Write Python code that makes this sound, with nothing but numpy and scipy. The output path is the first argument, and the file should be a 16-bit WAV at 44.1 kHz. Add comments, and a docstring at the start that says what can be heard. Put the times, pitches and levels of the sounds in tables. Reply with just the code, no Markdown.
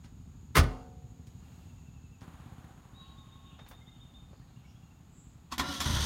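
"""A far motorcycle ticks over in thuds of a ringing silencer; a car door slams: metal crash, cabin boom, panel ring.
A breath of wind lifts the leaves (shaped noise) over traffic and insects; a bird chips in gliding tones.
The motorcycle revs, then idles while its rattle fades; the fuel pump whines, birds whistle and rasp, relays tick.
At last the starter clunks in and its gears whine over clatter and hiss; the engine catches in quickening thumps."""
import sys
import numpy as np
from scipy import signal
from scipy.fft import rfft, irfft, next_fast_len
from scipy.io import wavfile

SR = 44100
rng = np.random.default_rng(int(sys.argv[2]) if len(sys.argv) > 2 else 0)


def to_wav(s):
    """Save 16-bit WAV."""
    ch = np.atleast_2d(s).T  # columns
    pcm = np.round(np.clip(ch, -1, 1) * 32767)  # PCM
    wavfile.write(sys.argv[1], SR, pcm.astype(np.int16))


N = 266805

# Noise colours hold relative levels: the noise is scaled to unit rms before its level is set.
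# Mode levels are relative to the hit that excites them; t60 is the time to fall by 60 dB.

# open air: (time [s], rumble level [dB], insect level [dB])
OPEN_AIR_LEVELS = [(0, -52, -74.3), (1.8, -51.7, -73.3), (2.4, -57, -75.5), (3.8, -54.7, -76),
                   (5.5, -55.8, -78)]
# colours of far rumble, traffic, leaves and insects: (frequency [Hz], relative density [dB])
RUMBLE_COLOUR = [(30, -13.5), (45, -3.5), (60, -1.5), (123, -5.5), (275, -15), (310, -23), (420, -28.5)]
TRAFFIC_COLOUR = [(300, -4), (540, -8), (780, -2.5), (1000, -6), (1300, -8), (2500, -18.5)]
LEAF_COLOUR = [(1500, -13.5), (2500, 3.5), (4000, 2.5), (5700, -4.5), (8000, -2.5), (10000, -10),
               (13000, -6), (15500, -8.5)]
INSECT_COLOUR = [(5800, -27), (6600, -1), (6900, 1), (7400, -13), (8600, -32.5)]
# tail scattered back by walls, trees and parked cars: (frequency [Hz], t60 [s])
YARD_TAIL_DECAY = [(150, 0.54), (600, 0.63), (2000, .42), (6000, 0.6), (14000, 0.59)]

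# falling chips of one bird: (first [s], last [s], first [Hz], last [Hz], first [dB], last [dB])
CHIP_SERIES = (1.425, 2.118, 2890, 2780, -72, -68.5)
# slowly sinking trill of another: (first [s], last [s], first [Hz], last [Hz], first [dB], last [dB])
TRILL_SERIES = (3.168, 4.131, 3840, 3750, -58.5, -60)
# long whistle ahead of the trill: (start [s], length [s], target pitch [Hz], level [dB])
LONG_WHISTLE = (2.925, .175, 3940, -57.5)
# stray peeps: (start [s], target pitch [Hz], level [dB])
STRAY_PEEPS = [(3.805, 2190, -65.5), (3.875, 2170, -66.5), (4.412, 1920, -69), (4.555, 2910, -67),
               (4.638, 2330, -65), (4.67, 2880, -69), (4.75, 3410, -67.5), (4.82, 2850, -69),
               (4.9, 2800, -70)]
# glides within a note: (scoop up [Hz], scoop time constant [s], sag [Hz per s])
CHIP_GLIDE = (40, .01, 6000)
LONG_WHISTLE_GLIDE = (520, .026, 900)
TRILL_GLIDE = (720, .0105, 2300)
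PEEP_GLIDE = (400, .008, 1500)
# raspy calls: (middle [s], half length [s], centre frequency [Hz], level [dB])
RASPY_CALLS = [(3.052, .045, 3160, -68), (3.08, .11, 4200, -77), (3.3, .12, 3100, -77),
               (3.516, .069, 3000, -68), (4.0, .22, 3200, -77), (4.37, .06, 4560, -78),
               (4.517, .06, 3930, -77.5), (4.66, .1, 2900, -77), (4.696, .04, 5500, -75),
               (5.205, .076, 7480, -66.5)]

# motorcycle silencer: (frequency [Hz], level [dB], t60 [s])
SILENCER_MODES = [(50, -14, 0.13), (80, 0, 0.17), (122, 4.5, 0.11), (160, 0, 0.12), (231.6, -8, 0.15),
                  (437, -22.5, 0.043)]
# motorcycle's mechanical noise: (frequency [Hz], relative density [dB])
RATTLE_COLOUR = [(150, 3), (260, 5), (400, -2.5), (600, -3.5), (690, -4), (765, 4), (900, -2), (1150, -1),
                 (1500, -6), (2300, -13), (3600, -15), (5200, -26), (8000, -24), (15000, -28.5)]

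# fuel pump whine: (time [s], frequency [Hz], level [dB])
PUMP_WHINE = [(2.8, 1120, -90), (2.9, 1106, -72), (3.0, 1086, -66.5), (3.3, 1084, -68.5),
              (3.55, 1092, -69.5), (3.6, 1070, -93)]
# small knocks, key and relays: (time [s], level [dB], rise time constant [s], brightness [dB per octave])
CABIN_TICKS = [(.044, -58, .006, 0.5), (1.269, -63, 0.0018, 6), (2.209, -58.5, .0005, 0.5),
               (3.591, -52.5, 0.0011, -4.5), (3.665, -58.5, .003, -2), (3.688, -51, 0.0036, 18.5),
               (3.713, -52, .003, -4), (4.331, -63, .0005, -6)]
# colour of those ticks: (frequency [Hz], relative density [dB])
CABIN_TICK_COLOUR = [(250, -14), (800, 0.5), (1400, -1), (3000, -4.5), (6000, -10), (15000, -30)]
# their dying away: (frequency [Hz], t60 [s])
CABIN_TICK_DECAY = [(300, 0.17), (10000, 0.17)]
# a soft knock in the cabin: (time [s], level [dB])
SOFT_KNOCK = [(4.332, -49)]
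# its body: (frequency [Hz], level [dB], t60 [s])
SOFT_KNOCK_MODES = [(400, -6, .03), (540, -2, .04)]

# colours of belts and valves, and of intake air: (frequency [Hz], relative density [dB])
CLATTER_COLOUR = [(180, 4), (460, -15), (620, -10.5), (770, -17.5), (1000, -2), (1200, -12.5), (1410, -4.5),
                  (1530, -11.5), (1800, -7.5), (2500, -20.5)]
INTAKE_COLOUR = [(1350, -39), (2300, -14), (2610, -11), (3320, 2.5), (4390, -5), (4720, -2), (4910, -7.5),
                 (6140, -3), (7680, -17.5), (8860, -10.5), (10200, -19), (11500, -16), (15500, -27)]
# car exhaust: (frequency [Hz], level [dB], t60 [s])
EXHAUST_MODES = [(42, -20, 0.13), (82, 1.5, 0.12), (113, -2, 0.11), (160, -21, 0.14)]
# unfired cylinders pump air into the exhaust: (time [s], level [dB])
AIR_PUFFS = [(5.686, -39), (5.792, -40)]

# solenoid, pinion meshing and pinion thrown out:
# (time [s], level [dB], rise time constant [s], brightness [dB per octave], ring of the part [Hz])
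STARTER_CLUNKS = [(5.524, -35.5, .006, -0.5, 1103), (5.5806, -33.5, 0.00027, 0.5, 11700),
                  (5.597, -27.5, 0.0045, -1, 1013), (5.608, -36, 0.0024, -5.5, 354),
                  (5.804, -31, 0.0015, 1, 7160), (5.815, -35, 0.0023, 2, 1000)]
# colour of the clunks: (frequency [Hz], relative density [dB])
CLUNK_COLOUR = [(88, -43), (150, -9), (308, -3.5), (540, -27), (1040, 1.5), (1320, -6), (1630, -7.5),
                (1800, -5), (2810, -11.5), (3220, -3.5), (4840, -10.5), (7270, -13), (8170, -18.5),
                (13500, -22), (15500, -29)]
# their dying away: (frequency [Hz], t60 [s])
CLUNK_DECAY = [(250, 0.28), (1000, 0.16), (4000, 0.12), (12000, 0.12)]
# starter housing: (frequency [Hz], level [dB], t60 [s])
HOUSING_MODES = [(73, -9, 0.15), (242, -7.5, 0.15), (750, -15, 0.18), (1105, -9, 0.092), (3380, -14, .06),
                 (5400, -7, 0.054)]
# starter motor: (time [s], gear mesh frequency [Hz], level [dB])
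GEAR_MESH = [(5.59, 268, -85), (5.62, 272.3, -46), (5.66, 276.3, -41.5), (5.70, 280.6, -36.3),
             (5.74, 273.2, -47), (5.79, 267, -49), (5.85, 287.2, -46), (6.05, 304.3, -50.5)]
# partials of the gear whine: (multiple of mesh frequency, level [dB])
GEAR_PARTIALS = [(1, -5), (2, -10.5), (2.65, -10.5), (4.05, -10), (5, -3.5), (10.4, -10), (14.2, -9),
                 (18.6, -9.5)]

# latch and door frame meeting the body:
# (time [s], level [dB], rise time constant [s], brightness [dB per octave])
LATCH_HITS = [(.5558, -20.5, 0.0025, 0), (.567, -24.5, .001, 1.5), (.572, -21, .001, 0.5),
              (.5785, -20.5, .001, 0), (.592, -27, .003, 0.1), (.611, -36.5, .002, -4),
              (.634, -37.5, .001, -1.5)]
# colour of the latch crash: (frequency [Hz], relative density [dB])
LATCH_COLOUR = [(150, -1), (200, -12.5), (260, -4.5), (450, -9.5), (740, -9), (930, -17), (1120, -3),
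                (1350, -9), (2230, -10), (2550, -15), (5230, -19), (7860, -25.5), (9000, -23),
                (15500, -26.5)]
# its dying away: (frequency [Hz], t60 [s])
LATCH_DECAY = [(200, 0.33), (700, 0.15), (2000, 0.1), (6000, 0.12), (14000, 0.057)]
# latch and window frame: (frequency [Hz], level [dB], t60 [s])
LATCH_MODES = [(649, -17, 0.15), (1069, -10, .13), (1129, -17, .13), (1236, -14, 0.27), (1277, -3.5, .12),
               (1480, -14, 0.27), (1536, -11.5, .11), (1624, -17, .11), (1977, -23, 0.066),
               (2156, -10.5, .09)]
# the seal stops the door and the cabin air is squeezed: (time [s], level [dB])
AIR_PUSHES = [(.577, -23), (.592, -11.5)]
# cabin air and ringing body panels: (frequency [Hz], level [dB], t60 [s])
CABIN_MODES = [(46.6, -8.5, 0.43), (80, -0.5, 0.18), (120, -4.5, 0.038), (153.6, -13.5, .2)]
PANEL_MODES = [(260, -22.5, 0.82), (431, -31, .75), (463, -37, 1.8), (536, -36, 1.36), (733, -32.5, 1.27),
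               (780, -33, 0.9), (870, -33.5, .8), (910, -35, .8)]

# a breath of wind lifts the leaves and the traffic noise
TRAFFIC_DB, LEAVES_DB = -71.3, -74.6
GUST_S, GUST_HALF_S, GUST_LEAVES_DB, GUST_TRAFFIC_DB = 1.56, .22, 5.5, 5
# birds: note counts and lengths, wavering of pitch and level, one reflection of the trill
CHIP_COUNT, CHIP_S, TRILL_COUNT, TRILL_NOTE_S, PEEP_S = 9, .048, 8, .056, .032
FLUTTER_PER_S, FLUTTER_HZ, FLUTTER_DB = 150, 16, 1.5
WALL_ECHO_S, WALL_ECHO_DB = .056, -14
RASP_HALF_WIDTH_HZ = 450
# motorcycle: ticks over, is suddenly heard revving, then settles to idle and rolls away
TICKOVER_START_S, REV_START_S, REV_END_S, SETTLE_S = .046, 2.217, 2.643, .165
TICKOVER_PER_S, REV_PER_S, IDLE_PER_S = 13.05, 16.45, 11.5  # firings a second
TICKOVER_DB, IDLE_DB, REV_GAIN_DB = -48.8, -51.8, 5.3  # thud strength ahead of the distance filter
RATTLE_DB, RATTLE_REV_GAIN_DB, RECEDE_DB_PER_S = -61.3, 4, 4.3
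# engine noise while cranked and once it runs by itself
CRANKING_CLATTER_DB, CRANKING_HISS_DB = -43, -41.5
RUNNING_CLATTER_DB, RUNNING_HISS_DB = -38.3, -37
SPIN_UP_S = .15  # the intake draws air ever harder after the starter engages
COMPRESSION_S, COMPRESSION_HALF_S, COMPRESSION_DIP_DB = 5.785, .025, 4  # first compression stroke
CATCH_S, CATCH_RISE_S = 5.8605, .03  # first firing; the running noise comes up just ahead of it
CATCH_PER_S, REV_UP_PER_S2, FIRING_COUNT = 22.4, 98, 6  # firing rate at the catch, its acceleration
FLARE_S, FLARE_DB, FLARE_FALL_DB_PER_S = 5.93, -23.5, 60  # firings peak here, weaker before and after
PIPE_ECHO_S, PIPE_ECHO_DB = .014, -10  # each kick comes back from the end of the pipe
BASS_CUT_HZ, TOP_CUT_HZ = 38, 15850


def from_db(db):
    """Decibels to gain."""
    return 10 ** (np.asarray(db) / 20)


def rms_one(x):
    """Scale to unit rms."""
    return x / np.sqrt(np.mean(x ** 2) + 1e-20)


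def in_time(rows):
    """Each column of a curve, sample by sample."""
    s, *columns = np.transpose(rows)
    return [np.interp(np.arange(N) / SR, s, column) for column in columns]


def at_hz(points, hz):
    """Read a table on a log-frequency axis."""
    known_hz, values = np.transpose(points)
    return np.interp(np.log(hz), np.log(known_hz), values)


def drift(rate):
    """Random wander of unit rms, drawn at so many points a second and joined by straight lines."""
    points = rng.standard_normal(N // 10)
    return rms_one(np.interp(np.arange(N) / SR * rate, np.arange(N // 10), points))


def swell(middle_s, half_s):
    """A smooth bell-shaped rise to 1 and fall again."""
    return np.exp(-((np.arange(N) / SR - middle_s) / half_s) ** 2)


def noise(colour):
    """Noise of rms 1 with the given colour, falling steeply beyond its ends."""
    size = next_fast_len(N)
    hz = np.maximum(np.fft.rfftfreq(size, 1 / SR), 1)
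    low_skirt = np.minimum(hz / colour[0][0], 1) ** 4
    high_skirt = np.minimum(colour[-1][0] / hz, 1) ** 6
    white = rfft(rng.standard_normal(size))
    return rms_one(irfft(white * from_db(at_hz(colour, hz)) * low_skirt * high_skirt, size)[:N])


def struck(hits, modes, scatter_db):
    """Every hit sets decaying modes ringing, each with a randomly scattered strength."""
    out, t = np.zeros(N + SR), np.arange(SR) / SR
    hz, mode_db, t60 = np.transpose(modes)
    rings = np.sin(2 * np.pi * hz[:, None] * t) * from_db(-60 * t / t60[:, None])
    for s, db, *_ in hits:
        at = int(s * SR)
        strength_db = db + mode_db + scatter_db * rng.standard_normal(len(hz))
        out[at:at + SR] += from_db(strength_db) @ rings
    return out[:N]


def dying_noise(colour, decay):
    """One second of noise scaled to rms 1, then split into 12 bands that each die at their own rate."""
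    t, hz = np.arange(SR) / SR, np.maximum(np.arange(SR // 2 + 1), 1)
    spectrum = rfft(rng.standard_normal(SR)) * colour(hz)
    spectrum /= np.std(irfft(spectrum, SR))
    edges = np.geomspace(60, 17000, 13)
    out = np.zeros(SR)
    for low, high in zip(edges, edges[1:]):
        band = irfft(spectrum * (hz >= low) * (hz < high), SR)
        out += band * from_db(-60 * t / at_hz(decay, np.sqrt(low * high)))
    return out


def crashes(hits, colour, decay, grain_db):
    """Contacts of loose metal parts: each swells, rattles and dies away as noise."""
    out, t = np.zeros(N + SR), np.arange(SR) / SR
    for s, db, rise, tilt, *_ in hits:
        burst = dying_noise(lambda hz: from_db(at_hz(colour, hz) + tilt * np.log2(hz)) * (hz > 100), decay)
        at = int(s * SR)
        lead = min(at, SR // 20)
        out[at:at + SR] += from_db(db) * burst
        # the swell ahead of the hit is the burst's opening, mirrored
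        mirrored = (burst[:lead] * np.exp(-t[:lead] / abs(rise)))[::-1]
        out[at - lead:at] += from_db(db) * mirrored
    return out[:N] * from_db(grain_db * drift(900))


def echoed(x, lag_s, echo_db):
    """A sound with one delayed, scaled reflection."""
    t = np.arange(N) / SR
    return x + from_db(echo_db) * np.interp(t - lag_s, t, x)


def yard(x, wet_db, dull_hz):
    """Walls, trees and parked cars scatter a dull tail back, by convolution with dying noise."""
    build_up = 1 - np.exp(-np.arange(SR) / SR / .015)
    tail = dying_noise(lambda hz: 1 / np.hypot(1, hz / dull_hz), YARD_TAIL_DECAY) * build_up
    return x + from_db(wet_db) * signal.fftconvolve(x, tail / np.linalg.norm(tail))[:N]


def outdoors():
    """Broad noise bands for distant traffic, leaves stirred by one gust, and insects."""
    rumble_db, insects_db = in_time(OPEN_AIR_LEVELS)
    gust = swell(GUST_S, GUST_HALF_S)
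    traffic_db = TRAFFIC_DB + GUST_TRAFFIC_DB * gust + 0.61 * drift(60)
    rumble = from_db(rumble_db) * noise(RUMBLE_COLOUR)
    traffic = from_db(traffic_db) * noise(TRAFFIC_COLOUR)
    leaves = from_db(LEAVES_DB + GUST_LEAVES_DB * gust) * noise(LEAF_COLOUR)
    insects = from_db(insects_db + 0.67 * drift(30)) * noise(INSECT_COLOUR)
    return rumble + traffic + leaves + insects


def whistles(notes, glide):
    """Each note (start, length, pitch, level) is a sine that scoops up, then sags, wavering a little."""
    out = np.zeros(N)
    scoop_hz, scoop_s, sag_hz_per_s = glide
    flutter = FLUTTER_HZ * drift(FLUTTER_PER_S)
    for s, length, top_hz, db in notes:
        t = np.arange(int(length * SR)) / SR
        span = slice(int(s * SR), int(s * SR) + len(t))
        hz = top_hz - scoop_hz * np.exp(-t / scoop_s) - sag_hz_per_s * t + flutter[span]
        tone = np.sin(2 * np.pi * np.cumsum(hz) / SR)
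        out[span] += from_db(db) * np.sin(np.pi * t / length) * tone
    return out * from_db(FLUTTER_DB * drift(FLUTTER_PER_S))


def even_run(run, length_s, count):
    """Evenly spaced notes whose pitch and level slide from the first to the last."""
    s, hz, db = (np.linspace(first, last, count) for first, last in zip(run[::2], run[1::2]))
    return zip(s, np.full(count, length_s), hz, db)


def rasps():
    """Raspy calls: swelling bursts of noise in a narrow band."""
    out, t = np.zeros(N), np.arange(N) / SR
    for s, half, hz, db in RASPY_CALLS:
        near = abs(t - s) < 4 * half
        edges = [hz - RASP_HALF_WIDTH_HZ, hz + RASP_HALF_WIDTH_HZ]
        band = signal.butter(3, edges, "band", fs=SR, output="sos")
        rasp = rms_one(signal.sosfilt(band, rng.standard_normal(N)[near]))
        out[near] += from_db(db) * swell(s, half)[near] * rasp
    return out


def birds():
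    """Gliding tones make chips, a trill and stray peeps among the trees; noise bursts make rasps."""
    chips = whistles(even_run(CHIP_SERIES, CHIP_S, CHIP_COUNT), CHIP_GLIDE)
    trill = whistles([LONG_WHISTLE], LONG_WHISTLE_GLIDE)
    trill = trill + whistles(even_run(TRILL_SERIES, TRILL_NOTE_S, TRILL_COUNT), TRILL_GLIDE)
    peeps = whistles([(s, PEEP_S, hz, db) for s, hz, db in STRAY_PEEPS], PEEP_GLIDE)
    wetter = yard(echoed(trill, WALL_ECHO_S, WALL_ECHO_DB) + rasps(), wet_db=-5, dull_hz=5000)
    return wetter + yard(chips + peeps, wet_db=-8, dull_hz=5000)


def motorcycle():
    """One cylinder thuds in its silencer; the throttle raises rate, strength and rattle together."""
    t = np.arange(N) / SR
    riding = t >= REV_START_S
    throttle = riding * np.exp(-np.maximum(t - REV_END_S, 0) / SETTLE_S)
    rate = IDLE_PER_S + (REV_PER_S - IDLE_PER_S) * throttle
    cycles = np.cumsum(rate[riding]) / SR
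    ticking = np.arange(TICKOVER_START_S, REV_START_S - 1 / TICKOVER_PER_S, 1 / TICKOVER_PER_S)
    # one firing each time the cycle count passes a whole number
    fired = np.append(ticking, np.interp(np.arange(cycles[-1]), cycles, t[riding]))
    thud_db = np.where(riding, IDLE_DB + REV_GAIN_DB * throttle, TICKOVER_DB)
    thuds = struck(zip(fired, np.interp(fired, t, thud_db)), SILENCER_MODES, scatter_db=2.0)
    # distance rounds the thuds off and takes their depth
    distance = signal.butter(2, (62, 330), "band", fs=SR, output="sos")
    thuds = signal.sosfilt(distance, thuds)
    # each firing also lets out a short puff of gas
    since_firing = abs(t - fired[np.searchsorted(fired, t) - 1])
    puffs = rms_one(1 + .75 * np.exp(-since_firing / 0.0068))
    rattle_db = RATTLE_DB + RATTLE_REV_GAIN_DB * throttle - RECEDE_DB_PER_S * (t - REV_START_S)
    rattle = from_db(rattle_db + .6 * drift(60)) * noise(RATTLE_COLOUR)
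    return thuds + riding * puffs * rattle


def ignition():
    """Key and relays tick as noise bursts; the fuel pump whines as a wavering sine."""
    hz, db = in_time(PUMP_WHINE)
    phase = 2 * np.pi * np.cumsum(hz * (1 + 0.0072 * drift(60))) / SR
    pump = from_db(db + 1.6 * drift(40)) * np.sqrt(2) * np.sin(phase)
    ticks = crashes(CABIN_TICKS, CABIN_TICK_COLOUR, CABIN_TICK_DECAY, grain_db=2.0)
    return pump + ticks + struck(SOFT_KNOCK, SOFT_KNOCK_MODES, scatter_db=1)


def engine():
    """Firings ring the exhaust ever faster, over noise for valve clatter and intake hiss."""
    t, engage_s = np.arange(N) / SR, GEAR_MESH[0][0]
    caught = np.clip(1 + (t - CATCH_S) / CATCH_RISE_S, 0, 1)
    load_db = COMPRESSION_DIP_DB * swell(COMPRESSION_S, COMPRESSION_HALF_S)
    clatter_db = CRANKING_CLATTER_DB + (RUNNING_CLATTER_DB - CRANKING_CLATTER_DB) * caught - load_db
    hiss_db = CRANKING_HISS_DB + (RUNNING_HISS_DB - CRANKING_HISS_DB) * caught - load_db
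    unevenness = from_db(0.77 * drift(350))  # tappets and belts chatter unevenly
    clatter = (t > engage_s) * from_db(clatter_db + 1.25 * drift(100)) * noise(CLATTER_COLOUR)
    spin_up = np.clip((t - engage_s) / SPIN_UP_S, 0, 1)
    hiss = spin_up * from_db(hiss_db + 0.98 * drift(110)) * noise(INTAKE_COLOUR)
    # firing times under steady acceleration
    rates = np.sqrt(CATCH_PER_S ** 2 + 2 * REV_UP_PER_S2 * np.arange(FIRING_COUNT))
    fired = CATCH_S + (rates - CATCH_PER_S) / REV_UP_PER_S2
    fired_db = FLARE_DB - FLARE_FALL_DB_PER_S * abs(fired - FLARE_S)
    exhaust = struck(zip(fired, fired_db), EXHAUST_MODES, scatter_db=1)
    puffs = struck(AIR_PUFFS, EXHAUST_MODES, scatter_db=1)
    return unevenness * (clatter + hiss) + echoed(exhaust + puffs, PIPE_ECHO_S, PIPE_ECHO_DB)


def starter():
    """The solenoid throws the pinion in; partials of the gear mesh whine under the changing load."""
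    mesh_hz, db = in_time(GEAR_MESH)
    backlash = .012 * drift(300)
    phase = 2 * np.pi * np.cumsum(mesh_hz * (1 + backlash)) / SR
    whine = sum(from_db(level + 2.2 * drift(120)) * np.sin(k * phase) for k, level in GEAR_PARTIALS)
    clunks = crashes(STARTER_CLUNKS, CLUNK_COLOUR, CLUNK_DECAY, grain_db=0.5)
    housing = struck(STARTER_CLUNKS, HOUSING_MODES, scatter_db=1.5)
    rings = np.zeros(N)
    for s, level, _, _, hz in STARTER_CLUNKS:
        rings += struck([(s, level)], [(hz, -5, .07)], scatter_db=1.5)
    return clunks + housing + rings + from_db(db) * whine


def door():
    """The latch crashes shut, squeezed air booms in the cabin and the panels ring on."""
    crash = crashes(LATCH_HITS, LATCH_COLOUR, LATCH_DECAY, grain_db=1.5)
    latch = crash + from_db(-6) * struck(LATCH_HITS, LATCH_MODES, scatter_db=0.5)
    boom = struck(AIR_PUSHES, CABIN_MODES, scatter_db=1.5)
    panels = from_db(9) * struck(AIR_PUSHES[:1], PANEL_MODES, scatter_db=2)
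    return yard(latch, wet_db=-21, dull_hz=1600) + boom + panels


def scene():
    """Everything reaches both channels alike."""
    mono = outdoors() + birds() + motorcycle() + ignition() + engine() + starter() + door()
    return np.array([mono, mono])


def record(dry):
    """The small microphone loses the deepest bass; the top is cut steeply."""
    bass_cut = signal.butter(2, BASS_CUT_HZ, "high", fs=SR, output="sos")
    top_cut = signal.ellip(10, .2, 80, TOP_CUT_HZ, fs=SR, output="sos")
    return signal.sosfilt(top_cut, signal.sosfilt(bass_cut, dry))


dry = scene()
out = record(dry)
to_wav(out)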